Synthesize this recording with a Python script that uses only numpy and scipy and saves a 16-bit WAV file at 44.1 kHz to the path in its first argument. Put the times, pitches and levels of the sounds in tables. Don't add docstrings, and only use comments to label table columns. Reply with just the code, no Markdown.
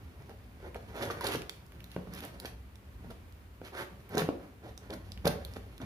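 import sys
import numpy as np
from scipy import signal
from scipy.fft import rfft, irfft, next_fast_len
from scipy.io import wavfile
from scipy.ndimage import map_coordinates

SR = 44100
rng = np.random.default_rng(int(sys.argv[2]) if len(sys.argv) > 2 else 0)


def volts_from_db(level):
    exponent = np.asarray(level, float) / 20
    return 10 ** exponent


def store_pcm(level_fs):
    pcm = np.round(np.clip(level_fs, -1, 1) * 32767).astype(np.int16)
    wavfile.write(sys.argv[1], SR, np.atleast_2d(pcm).T)


N = 257984
SECONDS = np.arange(N) / SR


def unit(x):
    return x / np.sqrt(np.mean(x ** 2) + 1e-20)


def along(points, hz):
    f, v = np.transpose(points)
    return np.interp(np.log(hz + 1), np.log(f + 1), v)


def over_time(points):
    return np.interp(SECONDS, *np.transpose(points))


def wobble(rate):
    knots = rng.standard_normal(int(N * rate / SR) + 4)
    return map_coordinates(knots, [np.arange(N) * rate / SR])


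def filtered(x, response):
    m = next_fast_len(N + SR // 2)
    return irfft(rfft(x, m) * response(np.fft.rfftfreq(m, 1 / SR)), m)[..., :N]


def coloured_noise(curve):
    return unit(filtered(rng.standard_normal((2, N)), lambda hz: volts_from_db(along(curve, hz))))


def resonances(modes):
    def response(f):
        total = 0
        for k, (centre, width, db) in enumerate(modes):
            damping = 1j * f * width
            total = total + (-1) ** k * volts_from_db(db) * damping / (centre ** 2 - f ** 2 + damping)
        return total
    return response


# frequency in Hz, correlation from -1 to 1.
PORT_LIKENESS = [(60, 1), (130, 0.88), (290, 0.8), (640, 0.36), (1410, -0.19), (3100, 0.16), (6820, -0.13),
                 (15000, 0.11)]


def diffuse(pair):
    def mid_side(hz):
        turn = np.arccos(np.clip(along(PORT_LIKENESS, hz), -1, 1)) / 2
        return np.array([np.cos(turn), np.sin(turn)])
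    mid, side = filtered(pair, mid_side)
    return np.array([mid + side, mid - side])


# frequency in Hz, density in dB per Hz.
RUMBLE_SPECTRUM = [(15, -65), (25, -42), (29, -29), (35, -8.5), (60, 5), (112, -3.5), (134, -27),
                   (160, -65), (193, -6), (216, -24), (251, -15), (348, -39), (400, -31), (520, -52),
                   (880, -120)]
# frequency in Hz, density in dB per Hz.
HISS_SPECTRUM = [(180, -25), (300, 3.5), (537, -4.5), (749, -7), (1210, -6), (1460, -8), (2360, -10),
                 (3190, -15), (6100, -22.5), (16000, -20.5)]
# time in seconds, rumble level in dB.
RUMBLE_LEVEL = [
    (0, -50.5),
    (2.9, -52),
    (3.3, -52.5),
    (3.9, -52.5),
    (4.5, -55),
    (5.3, -48),
    (5.85, -52),
]


def background():
    rumble_swing_db, hiss_db = 1.4, -61.5
    swell = volts_from_db(over_time(RUMBLE_LEVEL) + rumble_swing_db * wobble(1.81))
    drift = volts_from_db(.6 * wobble(2.5))
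    rumble = swell * coloured_noise(RUMBLE_SPECTRUM)
    hiss = volts_from_db(hiss_db) * drift * coloured_noise(HISS_SPECTRUM)
    return diffuse(rumble + hiss)


# frequency in Hz, t60 in seconds.
TILE_DECAY = [(100, 0.24), (500, 0.48), (2000, 0.36), (6000, 0.3), (14000, 0.25)]


def room(x):
    out, hop = np.zeros((2, N + 2 * SR)), SR // 4
    for start in range(0, N, hop):
        hz, t, z = signal.stft(rng.standard_normal((2, SR // 2)), SR, nperseg=256)
        decay = volts_from_db(-60 * t / along(TILE_DECAY, hz)[:, None])
        tail = signal.istft(z * decay, SR, nperseg=256)[1]
        wet = signal.fftconvolve(x[None, start:start + hop], tail / np.linalg.norm(tail[0]), axes=1)
        out[:, start + 130:][:, :wet.shape[1]] += wet
    return diffuse(out[:, :N])


# delay in seconds, left level in dB, right level in dB.
NEAR_ECHOES = [
    (.0011, -10, -28),
    (.0023, -21.5, -7),
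    (.0037, -22, -56),
    (.0062, -19.5, -18),
]


def placed(x, lag, shade_share):
    side = np.array([[1], [-1]])
    shade_db = [(100, 0.32), (600, 0.32), (4000, 4.2), (12000, 1.3)]

    def response(hz):
        shade = volts_from_db(-side * shade_share * along(shade_db, hz))
        direct = shade * np.exp(-1j * np.pi * hz * lag * side)
        echoes = 0
        for s, left, right in NEAR_ECHOES:
            echoes = echoes + volts_from_db([[left], [right]]) * np.exp(-2j * np.pi * hz * (s + side * 0.000215))
        treble = hz / (hz + 900)
        return direct + treble * echoes
    return filtered(x, response)


# frequency in Hz, width in Hz, level in dB.
CAVITY_MODES = [(113.2, 23.5, 3), (185, 35, 1.5), (250, 25, -2.5)]
# frequency in Hz, width in Hz, level in dB.
WALL_MODES = [(317.4, 157, 1.5), (425, 76, 7), (559.4, 60, 3.5), (733, 102, 2), (940, 104, -7.5)]
# frequency in Hz, width in Hz, level in dB.
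PAPER_MODES = [(1060, 630, 5), (1413, 550, 9), (1740, 390, 7), (2455, 420, -2), (3200, 1500, -16)]
# start in seconds, peak in dB, wall pitch in Hz, t60 in seconds, fingertip tap in dB.
WALL_KNOCKS = [(0.294, -43.5, 744, 0.021, 0), (0.627, -42.5, 380, 0.081, -8), (0.757, -38, 390, 0.014, 1),
               (1.101, -25.5, 1165, 0.032, -22), (1.209, -31, 947, 0.049, -20),
               (1.349, -22.5, 351, 0.022, -7), (1.963, -28, 308, 0.0042, 1), (2.072, -39.5, 180, 0.075, -7),
               (2.448, -35.5, 425, 0.0073, 2.5), (3.045, -48.5, 192, 0.017, 2),
               (3.105, -38, 180, 0.014, -10), (3.615, -36, 354, 0.0083, -0.5), (4.148, -27, 246, 0.072, -6),
               (4.172, -21.5, 452, 0.058, 1.5), (4.219, -21, 160, 0.047, -6.5), (4.288, -25, 278, 0.054, 4),
               (4.635, -62, 593, 0.016, 6), (4.9, -33, 420, 0.036, -16), (5.254, -28.5, 175, 0.12, 1.5),
               (5.268, -20, 582, 0.037, -0.5), (5.301, -50, 188, 0.025, -15),
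               (5.567, -31.5, 463, 0.0038, -2), (5.802, -38, 250, 0.12, -20.5)]


def knocks():
    out, shake, t = np.zeros(N + SR), np.zeros(N + SR), np.arange(SR // 4) / SR
    rattle_db, rattle_t60_s = -0.5, 0.012
    contact = np.clip((t - .0008) / 0.001895, 0, 1)
    push = 1.62 * np.sin(2 * np.pi * contact) * (0.33 + 0.84 * contact)
    nail = 0.46 * np.exp(-((t - .001) / 0.0001) ** 2)
    tap = push + nail
    stiff = 0.0007 * (1 - np.exp(-t / 0.0013))
    noises = rng.standard_normal((len(WALL_KNOCKS), len(t)))
    for (s, db, hz, t60, tap_db), noise in zip(WALL_KNOCKS, noises):
        fade = volts_from_db(-60 * t / max(t60, .004)) * (1 - np.exp(-t / 0.00093))
        bend = np.sin(2 * np.pi * hz * (t + stiff))
        at = round(s * SR)
        out[at:][:len(t)] += volts_from_db(db + 1) * (fade * bend + volts_from_db(tap_db) * tap)
        shake[at:][:len(t)] += volts_from_db(db + rattle_db - 60 * t / rattle_t60_s) * noise
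    rattle = filtered(shake[:N], resonances(CAVITY_MODES + WALL_MODES + PAPER_MODES[:2]))
    return out[:N] + rattle


def snaps(rows):
    out, t = np.zeros(N + SR), np.arange(SR // 20) / SR
    lead_in_s, t60_s = .0007, 0.0054
    top_end = signal.butter(2, [8800, 15500], "band", fs=SR)
    lead_in = np.clip(t / lead_in_s, 0, 1) ** 2
    fade = lead_in * volts_from_db(-60 * np.clip(t - lead_in_s, 0, 1) / t60_s)
    noises = rng.standard_normal((len(rows), 2, len(t)))
    for (s, db, hz, top_db), (jitter, fray) in zip(rows, noises):
        around_pitch = signal.butter(1, np.multiply((.6, 1.9), hz), "band", fs=SR)
        release = 0.44 * fade * fray
        release[round(lead_in_s * SR)] += 2
        flick = 0.41 * fade * np.sin(2 * np.pi * hz * t + 0.29 * np.cumsum(jitter))
        click = signal.lfilter(*around_pitch, release)
        click += volts_from_db(top_db + 7) * signal.lfilter(*top_end, release)
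        out[round((s - .0003) * SR):][:len(t)] += volts_from_db(db + 4.0) * (flick + click)
    return out[:N]


# start in seconds, peak in dB, pitch in Hz, top-end level in dB.
FACE_CREAKS = [
    (0.2944, -42, 2450, -13),
    (0.7456, -34, 2260, -23),
    (1.4194, -28, 2330, -29),
    (1.721, -40, 2340, -11),
    (1.805, -41, 2370, -11),
    (1.9165, -37, 3680, -30),
    (4.0921, -44, 2330, -3.5),
    (5.1753, -37.5, 2840, -23),
]


def face_creaks():
    return snaps(FACE_CREAKS)


# start in seconds, peak in dB,
# film pitch in Hz, top-end level in dB.
FILM_SNAPS = [(0.9642, -45, 2240, 0), (1.0251, -27, 2230, -18), (1.053, -36, 4600, -13),
              (1.1014, -37, 2350, -20), (1.21, -32.5, 2600, -9), (1.2434, -27.5, 4600, -10.5),
              (1.2682, -21, 4380, -28), (1.2724, -27.5, 4040, -1.5), (1.3205, -33, 4030, -21),
              (2.1372, -38.5, 5530, -5), (2.1497, -40, 5400, -4), (2.205, -35, 2700, -10),
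              (2.2502, -49, 2310, 14.5), (2.4474, -40, 4500, -20), (4.153, -34, 5370, -14),
              (4.1729, -30, 5900, -17), (4.1805, -17, 4250, -21), (4.905, -36, 3620, -32),
              (4.9374, -36, 4250, -19), (5.2555, -22.5, 3520, -11), (5.2722, -27.5, 5130, -3),
              (5.2763, -19, 4500, -21), (5.2782, -23.5, 4840, -16),
              (0.2226, -46, 2440, -23), (1.495, -21, 3480, -20), (1.6646, -49, 5400, -12),
              (1.842, -37.5, 3760, -12), (2.4, -29.5, 3800, -10.5), (2.7563, -40.5, 3700, -27),
              (3.106, -50, 2710, -1), (3.324, -47.5, 4050, -23), (4.777, -32.5, 3940, -22),
              (5.1194, -34, 3890, -30), (5.4496, -32, 4400, -6.5), (5.5371, -41.5, 5000, -24),
              (5.567, -47, 2250, -32), (5.7797, -39.5, 3480, -11), (5.8158, -39, 3120, -30)]


def tape_cracks():
    return snaps(FILM_SNAPS)


def grit(slips, spread_db, smooth):
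    when, size = rng.random(N), rng.standard_normal((2, N))
    struck = when < slips / SR * volts_from_db(5 * wobble(60))
    slip = struck * volts_from_db(spread_db * np.clip(size[0], -2, 2)) * np.sign(size[1])
    return unit(unit(slip) + smooth * rng.standard_normal(N))


# time in seconds, pressure in dB.
GRIP_PRESSURE = [(0, -61.5), (.5, -65.5), (.9, -59.5), (1.5, -65.5), (1.95, -63), (2.3, -56.5),
                 (2.6, -68.5), (3.45, -70), (3.95, -63), (4.6, -69), (5.1, -60.5), (5.85, -63)]
# middle in seconds, half-width in seconds, walls in dB, boom over walls in dB.
HAND_RUBS = [(.2, 0.029, -59, 6), (.62, 0.07, -58.5, 1), (.99, 0.08, -44.5, -12), (1.06, 0.073, -44, 0.5),
             (1.22, 0.095, -44.5, -2), (1.36, 0.042, -55, 18.5), (1.43, 0.043, -54, -3),
             (1.98, 0.018, -62, 23.5), (2.13, 0.046, -54, 4), (2.27, .06, -62, -9), (2.44, 0.07, -54.5, -1),
             (3.07, 0.083, -60.5, 12), (3.62, 0.034, -65, 17), (3.81, 0.036, -49.5, -3),
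             (4.16, 0.05, -42, -3), (4.22, .03, -55, 24.5), (4.3, 0.044, -57, 2), (4.43, .07, -55.5, 6),
             (4.67, 0.079, -63.5, 13), (4.89, 0.076, -54.5, 2.5), (4.94, 0.034, -62, 15),
             (5.28, 0.027, -49, 21), (5.41, 0.057, -53.5, -14), (5.52, 0.03, -63, -13),
             (5.84, 0.017, -59, 21)]
# middle in seconds, half-width in seconds, rasp in dB, hiss over rasp in dB.
FLAT_SCRAPES = [
    (.66, 0.028, -56.5, -21),
    (1.29, 0.12, -51.5, -17),
    (3.664, 0.027, -50, -0.5),
    (3.786, 0.056, -41.5, -7),
    (5.83, 0.024, -53, -21),
]
# start in seconds, length in seconds, walls in dB, hiss over walls in dB.
SUDDEN_RIPS = [(0.284, 0.032, -48, -16.5), (0.638, 0.043, -45.5, -24), (0.744, 0.021, -39.5, -14),
               (0.949, 0.035, -44.5, -7), (1.009, 0.028, -36, -6.5), (1.1, 0.016, -36.5, -9),
               (1.2, 0.029, -50, 2.5), (1.228, 0.069, -37, -6.5), (1.295, 0.063, -41, 0),
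               (1.502, 0.098, -76, 14), (1.894, 0.069, -75.5, 17.5), (2.127, 0.063, -52.5, 0.5),
               (2.215, 0.045, -45, -5.5), (2.451, 0.0092, -50.5, 8.5), (3.099, 0.017, -45.5, -12),
               (3.72, 0.02, -47.5, -23), (4.136, 0.024, -37.5, -17), (4.167, 0.046, -33.5, -2.5),
               (4.622, 0.073, -46, -17), (4.898, 0.014, -40.5, -19), (4.918, 0.021, -38.5, -10),
               (5.244, 0.037, -29.5, -9), (5.295, 0.047, -46.5, -9), (5.452, 0.1, -74.5, 11),
               (5.557, 0.014, -45, -7), (5.797, 0.029, -45, -13)]


def strokes():
    t = np.arange(0, N, 16) / SR
    grip_layers = np.array([[7], [0], [-4.5], [-7]])
    power = volts_from_db(np.interp(t, *np.transpose(GRIP_PRESSURE)) + grip_layers) ** 2
    for s, width, db, boom_db in HAND_RUBS:
        layers = np.array([[boom_db], [0], [-4.5], [-13.5]])
        power += volts_from_db(db + layers) ** 2 * np.exp(-2 * ((t - s) / width) ** 2)
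    for s, width, db, hiss_db in FLAT_SCRAPES:
        layers = np.array([[-1], [0], [hiss_db]])
        power[1:] += volts_from_db(db + layers) ** 2 * np.exp(-3 * ((t - s) / width) ** 4)
    for s, length, db, hiss_db in SUDDEN_RIPS:
        rise_s, let_go_s = 0.0036 + 0.24 * length, 0.0025
        joining = np.array([[1], [1], [2.7]])
        start = np.clip((t - s) / rise_s, 0, 1) ** joining
        shape = start * np.exp(-np.clip(t - s - length, 0, 1) / let_go_s)
        rasp_db = 0.5 + 0.73 * hiss_db
        power[1:] += volts_from_db(db + np.array([[0], [rasp_db], [hiss_db]])) ** 2 * shape
    return [np.interp(SECONDS, t, gain) for gain in np.sqrt(power)]


# frequency in Hz, density in dB per Hz.
FILM_SPECTRUM = [(1470, -14), (2500, 8.5), (4370, -2.5), (6150, -4.5), (8140, -14.5), (8870, -6.5),
                 (10800, -5.5), (14200, -8), (16000, -56)]
# frequency in Hz, width in Hz, level in dB.
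BLADE_RING = [(4400, 136, -3.5)]


def drag():
    boom, walls, rasp, hiss = strokes()
    tremble = volts_from_db(1.5 * wobble(45))
    coarse = grit(400, spread_db=5.0, smooth=1.49)
    fine = grit(1200, spread_db=6, smooth=.6)
    cavity = boom * unit(filtered(coarse, resonances(CAVITY_MODES)))
    cardboard = walls * unit(filtered(coarse, resonances(WALL_MODES)))
    paper = rasp * unit(filtered(coarse + fine, resonances(PAPER_MODES)))
    steel = resonances(BLADE_RING)
    film = hiss * unit(filtered(fine, lambda hz: volts_from_db(along(FILM_SPECTRUM, hz)) + steel(hz)))
    return volts_from_db(-3.0) * tremble * (cavity + cardboard + paper + film)


def scene():
    cracks, creaks, cut, blows = tape_cracks(), face_creaks(), drag(), knocks()
    edge = placed(cut + cracks, lag=8 / SR, shade_share=0.93)
    face = placed(blows + creaks, lag=4 / SR, shade_share=.3)
    send = cut + blows + volts_from_db(-6) * (cracks + creaks)
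    send_db = [(100, -5), (1000, -5.5), (10000, 0.5)]
    bright = filtered(send, lambda hz: volts_from_db(along(send_db, hz)))
    return edge + face + room(bright) + background()


def band_limit(x):
    return signal.sosfilt(signal.butter(12, 16510, fs=SR, output="sos"), x)


def record(dry):
    edges_db = [(25, -30), (48, 0.0), (15400, -0.5), (15600, -20), (17000, -41)]

    def microphone(hz):
        notch = 1 - 0.21 * np.exp(-((hz - 8100) / 750) ** 2)
        return notch * volts_from_db(along(edges_db, hz))
    return band_limit(filtered(dry, microphone))


dry = scene()
out = record(dry)
store_pcm(out)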